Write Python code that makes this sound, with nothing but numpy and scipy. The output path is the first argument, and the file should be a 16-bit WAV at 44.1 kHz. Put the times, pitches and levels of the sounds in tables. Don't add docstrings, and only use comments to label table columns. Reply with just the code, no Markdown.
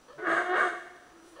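import sys
import numpy as np
from scipy import signal
from scipy.fft import rfft, irfft, next_fast_len
from scipy.io import wavfile
from scipy.ndimage import uniform_filter1d

SR = 44100
rng = np.random.default_rng(int(sys.argv[2]) if len(sys.argv) > 2 else 0)


def output_pcm(signal):
    pcm = np.clip(np.atleast_2d(signal).T, -1, 1) * 32767
    wavfile.write(sys.argv[1], SR, np.round(pcm).astype(np.int16))


N = 61739

# (time [s], level [dB])
ROAR_LEVEL = [(.172, -67), (.188, -56), (.235, -42), (.255, -34), (.285, -28.5), (.33, -26.5), (.352, -30),
              (.378, -26.5), (.405, -32), (.425, -35.5), (.5, -39), (.528, -35), (.55, -26.5), (.58, -25),
              (.608, -27.5), (.635, -26), (.67, -33), (.70, -40), (.74, -39), (.79, -81)]
# (frequency [Hz], gain [dB])
THROAT_COLOUR = [(100, -52.5), (200, -18), (270, -29.5), (330, -13.5), (410, -6.5), (490, -9), (660, -1.5),
                 (900, -15), (1180, 0.5), (1380, -3.5), (1560, 1), (1820, -5), (2020, -14.5), (2230, -17.5),
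                 (2420, -34), (3000, -32.5), (4500, -42), (5600, -48), (11000, -73)]
# (frequency [Hz], width [Hz], gain over broad colour [dB])
THROAT_RESONANCES = [(1214, 21, 1), (1530, 16, -14), (1630, 45, -28), (1815, 36, -3), (2226, 59, 4.5)]
# (frequency [Hz], width [Hz], gain over broad colour [dB])
UPPER_RESONANCES = [(2831, 40, 18), (3305, 54, 13), (3648, 73, 17)]
# (frequency [Hz], gain [dB])
UPPER_COLOUR = [(1500, -31), (2500, 3), (3100, 12.5), (3480, -0.5), (3900, 2.5), (4600, -9), (6000, -27)]
ROAR_MEDIAN_HZ, ROAR_JITTER, ROAR_SCATTER_DB, ROAR_AIR = 343.2, 0.33, 0.5, 0.45
UPPER_DB, UPPER_GROWTH, FULL_EFFORT_DB = -46, 1.3, -25

# (time [s], pitch [Hz], level [dB], overtones re fundamental [dB])
TONE_TRACK = [(.178, 315, -63, 3), (.195, 321, -40.5, -3.5), (.212, 323.8, -59, 6.5),
              (.234, 374.8, -33, -15), (0.251, 363.6, -42, -1), (.275, 332.2, -35, -11.5),
              (.325, 334.5, -38, 2), (0.357, 334.8, -39.5, 3), (0.402, 360.7, -34, -4),
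              (0.451, 353.6, -40, 0), (0.486, 362.5, -35, -1.5), (.508, 362.9, -31, -2.5),
              (.535, 367.7, -28, -1.5), (0.557, 357.3, -34.5, -5.5), (.59, 370.3, -72, -11),
              (.63, 369.7, -42, 1), (0.664, 364.7, -31, 0), (0.692, 347.2, -42, 4),
              (0.721, 351.2, -45.5, -10), (.77, 353, -49.5, -29), (.81, 358, -55, -20)]
# (frequency [Hz], gain [dB])
TONE_COLOUR = [(350, -0.5), (720, 0.5), (1080, -8.5), (1450, -11.5), (1810, -9), (2170, -15.5),
               (2520, -33.5), (2880, -26), (3300, -24.5), (3700, -27.5), (5000, -53)]
# (time [s], rms share of pitch [ratio])
TONE_RAGGED = [(.19, 0.073), (.23, 0.0096), (.30, .02), (.36, 0.028), (.41, .008), (.53, 0.0084),
               (.60, 0.034), (.66, 0.013)]
TONE_SHIMMER_DB = 1.9

# (start [s], length [s], first [Hz], last [Hz], level [dB])
SHRILLS = [(0.177, 0.19, 1500, 1400, -48), (0.181, 0.054, 2020, 2130, -62), (0.253, 0.037, 1740, 1702, -34),
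           (0.346, 0.069, 1580, 1543, -32), (0.523, 0.055, 1540, 1572, -35.5),
           (0.582, 0.049, 1555, 1527, -26.5), (0.623, 0.04, 1150, 1203, -28.5),
           (0.698, 0.094, 1200, 1140, -45)]

# (start [s], release start [s], level [dB])
RUSHES = [(0.252, 0.393, -56), (0.534, 0.659, -55)]
# (frequency [Hz], gain [dB])
RUSH_COLOUR = [(2500, -21.5), (3700, -2), (4800, -8), (5600, -13.5), (6250, -4), (6550, 1.5), (6900, -6),
               (7700, -4.5), (8500, -2), (9200, -11.5), (9800, -6.5), (10300, -14.5), (11000, -12.5),
               (11800, -44)]
RUSH_ATTACK_S, RUSH_RELEASE_S = 0.061, 0.064

# (start [s], length [s], first [Hz], last [Hz], level [dB])
FLUTTERS = [(0.151, 0.066, 140, 160, -59), (0.173, 0.082, 407, 449, -45.5), (0.259, 0.116, 165, 115.5, -58),
            (0.263, 0.14, 225, 222.7, -53.5), (0.567, 0.097, 235, 261, -51.5)]

# (start [s], length [s], rise time [s], level [dB])
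SQUEAKS = [(0.08, 0.14, .058, -52.5), (1.356, .11, 0.0346, -51)]
# (frequency [Hz], gain [dB])
SQUEAK_COLOUR = [(600, 3), (1100, -21), (1750, -12), (2300, -43), (3000, -27), (3600, -38), (4400, -19),
                 (5500, -30)]
# (frequency [Hz], gain [dB])
RASP_COLOUR = [(250, -33), (500, 7.5), (850, -11.5), (1080, 3.5), (1280, 4), (1500, -26), (1790, 4),
               (2000, -32), (2500, -18.5), (3100, -12), (3600, -21), (4400, -16.5), (6000, -46)]
SQUEAK_HZ, SQUEAK_RISE_HZ, RASP_RE_NOTE_DB = 485, 96, -0.5

# (start [s], length [s], first [Hz], last [Hz], level [dB])
MOAN = (1.115, .26, 334, 330, -58)
# (frequency [Hz], gain [dB])
MOAN_COLOUR = [(345, 0), (670, -13), (1000, -19), (1200, -13), (1500, -10), (2000, -22), (3000, -35)]

# (frequency [Hz], gain [dB])
ECHO_COLOUR = [(350, -4.5), (720, -0.5), (1200, -4.5), (2200, 5), (9000, 2.5)]
NEAR_DB, NEAR_T60_S = -6.5, 0.11
FAR_DB, FAR_T60_S, FAR_BUILD_S = -6.5, 0.96, 0.0083

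# (frequency [Hz], gain [dB])
FOREST_COLOUR = [(25, -5), (60, -4.5), (110, -10.5), (220, -5), (350, 0.5), (550, -4.5), (900, -6.5),
                 (1300, -4.5), (2000, -16.5), (3000, -15.5), (5000, -19.5), (8000, -22), (10500, -24.5),
                 (11800, -41), (15500, -27)]
# (centre [s], Gaussian sigma [s], level [dB])
HISS = (1.3, 0.057, -65)
FOREST_DB, INSECT_HZ, INSECT_SPREAD_HZ, INSECT_DB = -58.5, 5880, 4.8, -74.5

TOP_HZ = 15650


def undb(db):
    return 10 ** (np.asarray(db) / 20)


def unit(x):
    return x / np.std(x)


def clock():
    return np.arange(N) / SR


def noise():
    return rng.standard_normal(N)


def swell(rows):
    s, db = np.array(rows).T
    order = np.argsort(s)
    gain = undb(np.interp(clock(), s[order], db[order], left=-200, right=-200))
    rounded = uniform_filter1d(uniform_filter1d(gain, size=260), size=260)
    return np.abs(rounded)


def gate(start_s, length_s, edge_s):
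    t = clock() - start_s
    to_edge = np.minimum(t, length_s - t)
    return np.sin(np.pi / 2 * np.clip(to_edge / edge_s, 0, 1))


def walk(rate_hz):
    k = max(int(SR / rate_hz), 1)
    once = uniform_filter1d(noise(), k, mode="wrap")
    return unit(uniform_filter1d(once, k, mode="wrap"))


def gain_at(hz, points):
    f, db = np.array(points).T
    return undb(np.interp(np.log(np.maximum(hz, 1)), np.log(f), db))


def colour(x, points, peaks=()):
    size = next_fast_len(N) * 2
    hz = np.arange(size // 2 + 1) * SR / size
    ringing = sum(undb(db) / (1 + (2 * (hz - f) / w) ** 2) for f, w, db in peaks)
    gain = gain_at(hz, points) * (1 + ringing)
    cepstrum = irfft(np.log(gain))
    cepstrum[1:size // 2] *= 2
    cepstrum[size // 2 + 1:] = 0
    response = np.exp(rfft(cepstrum))
    return unit(irfft(rfft(x, size) * response)[:N])


def voiced(hz, points, jitter, shimmer_db, overtones_db=0, count=13):
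    phase = 2 * np.pi * np.cumsum(hz * (1 + jitter * walk(240))) / SR
    parts = []
    for k in range(1, count + 1):
        offset = rng.uniform(0, 2 * np.pi)
        parts.append(gain_at(k * hz, points) * np.cos(k * phase + offset))
    wave = parts[0] + undb(overtones_db) * sum(parts[1:])
    return np.sqrt(2) * wave * undb(shimmer_db * walk(100))


def glide(start_s, length_s, first_hz, last_hz, db, edge_s, waver):
    hz = np.interp(clock(), [start_s, start_s + length_s], [first_hz, last_hz])
    hz = hz * (1 + waver * walk(220))
    sine = unit(np.sin(2 * np.pi * np.cumsum(hz) / SR))
    return undb(db) * gate(start_s, length_s, edge_s) * sine


def roar():
    period, size = rng.standard_normal((N // 50, 2)).T
    at = (np.cumsum(np.exp(ROAR_JITTER * period)) * SR / ROAR_MEDIAN_HZ).astype(int)
    strength = undb(ROAR_SCATTER_DB * np.tanh(size))
    inside = at < N
    pulses = np.bincount(at[inside], strength[inside], N)
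    puff_decay = np.exp(-1 / (0.0011 * SR))
    puffs = signal.lfilter([1], [1, -puff_decay], pulses) * noise()
    folds = unit(pulses) + ROAR_AIR * unit(puffs)
    effort = swell(ROAR_LEVEL)
    throat = colour(folds, THROAT_COLOUR, THROAT_RESONANCES) * effort
    opening = (effort / undb(FULL_EFFORT_DB)) ** UPPER_GROWTH
    upper = undb(UPPER_DB) * colour(folds, UPPER_COLOUR, UPPER_RESONANCES) * opening
    return throat + upper


def tone():
    t = clock()
    s, hz, db, overtones_db = np.array(TONE_TRACK).T
    pitch_hz = np.interp(t, s, hz)
    jitter = np.interp(t, *np.array(TONE_RAGGED).T)
    brightness_db = np.interp(t, s, overtones_db)
    wave = voiced(pitch_hz, TONE_COLOUR, jitter, TONE_SHIMMER_DB, brightness_db)
    return wave * swell(np.c_[s, db])


def shrills():
    partials = sum(glide(*row, edge_s=0.019, waver=0.0039) for row in SHRILLS)
    return partials * undb(1.5 * walk(220))


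def rush():
    t = clock()
    level = 0
    for start_s, release_s, db in RUSHES:
        attack = np.clip((t - start_s) / RUSH_ATTACK_S, 0, 1)
        release = np.exp(-np.maximum(t - release_s, 0) / RUSH_RELEASE_S)
        level = level + undb(db) * attack * release
    return colour(noise(), RUSH_COLOUR) * level * undb(0.85 * walk(300))


def flutters():
    return sum(glide(*row, edge_s=0.034, waver=0.033) for row in FLUTTERS)


def squeaks():
    out = 0
    for start_s, length_s, rise_s, db in SQUEAKS:
        age = np.maximum(clock() - start_s, 0)
        hz = SQUEAK_HZ + SQUEAK_RISE_HZ * np.minimum(age / rise_s, 1) ** 2
        rasp = undb(RASP_RE_NOTE_DB) * colour(noise(), RASP_COLOUR) * gate(start_s, 0.057, 0.005)
        note = voiced(hz, SQUEAK_COLOUR, jitter=0.0179, shimmer_db=3.0, count=9)
        note = note * gate(start_s, length_s, 0.022) * np.exp(-age / 0.15)
        out = out + undb(db) * (note + rasp)
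    return out


def moan():
    start_s, length_s, first_hz, last_hz, db = MOAN
    hz = np.interp(clock(), [start_s, start_s + length_s], [first_hz, last_hz])
    note = voiced(hz, MOAN_COLOUR, jitter=0.054, shimmer_db=1.5)
    return undb(db) * gate(start_s, length_s, 0.038) * note


def echoes(x):
    t = clock()
    near = noise() * undb(-60 * t / NEAR_T60_S) * (t > 0.004)
    far = noise() * undb(-60 * t / FAR_T60_S) * (1 - np.exp(-t / FAR_BUILD_S))
    response = undb(NEAR_DB) * near / np.linalg.norm(near)
    response = response + undb(FAR_DB) * far / np.linalg.norm(far)
    coloured = colour(response, ECHO_COLOUR) * np.std(response)
    return signal.fftconvolve(x, coloured)[:N]


def murmur():
    return undb(FOREST_DB) * colour(noise(), FOREST_COLOUR) * undb(0.25 * walk(5.8))


def insect():
    hz = INSECT_HZ + INSECT_SPREAD_HZ * walk(64)
    whine = unit(np.sin(2 * np.pi * np.cumsum(hz) / SR))
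    return whine * undb(INSECT_DB + 2 * walk(40))


def high_hiss():
    centre_s, sigma_s, db = HISS
    hiss = colour(noise(), [(1500, -8), (4000, 0.5), (6500, -2), (10200, 2), (11800, -13)])
    return undb(db) * hiss * np.exp(-((clock() - centre_s) / sigma_s) ** 2 / 2)


def scene():
    monkey = roar() + tone() + shrills() + rush() + flutters() + squeaks() + moan()
    return (monkey + echoes(monkey) + murmur() + insect() + high_hiss())[None]


def record(dry):
    sos = signal.ellip(10, 0.2, 80, TOP_HZ, fs=SR, output="sos")
    return signal.sosfilt(sos, dry)


dry = scene()
out = record(dry)
output_pcm(out)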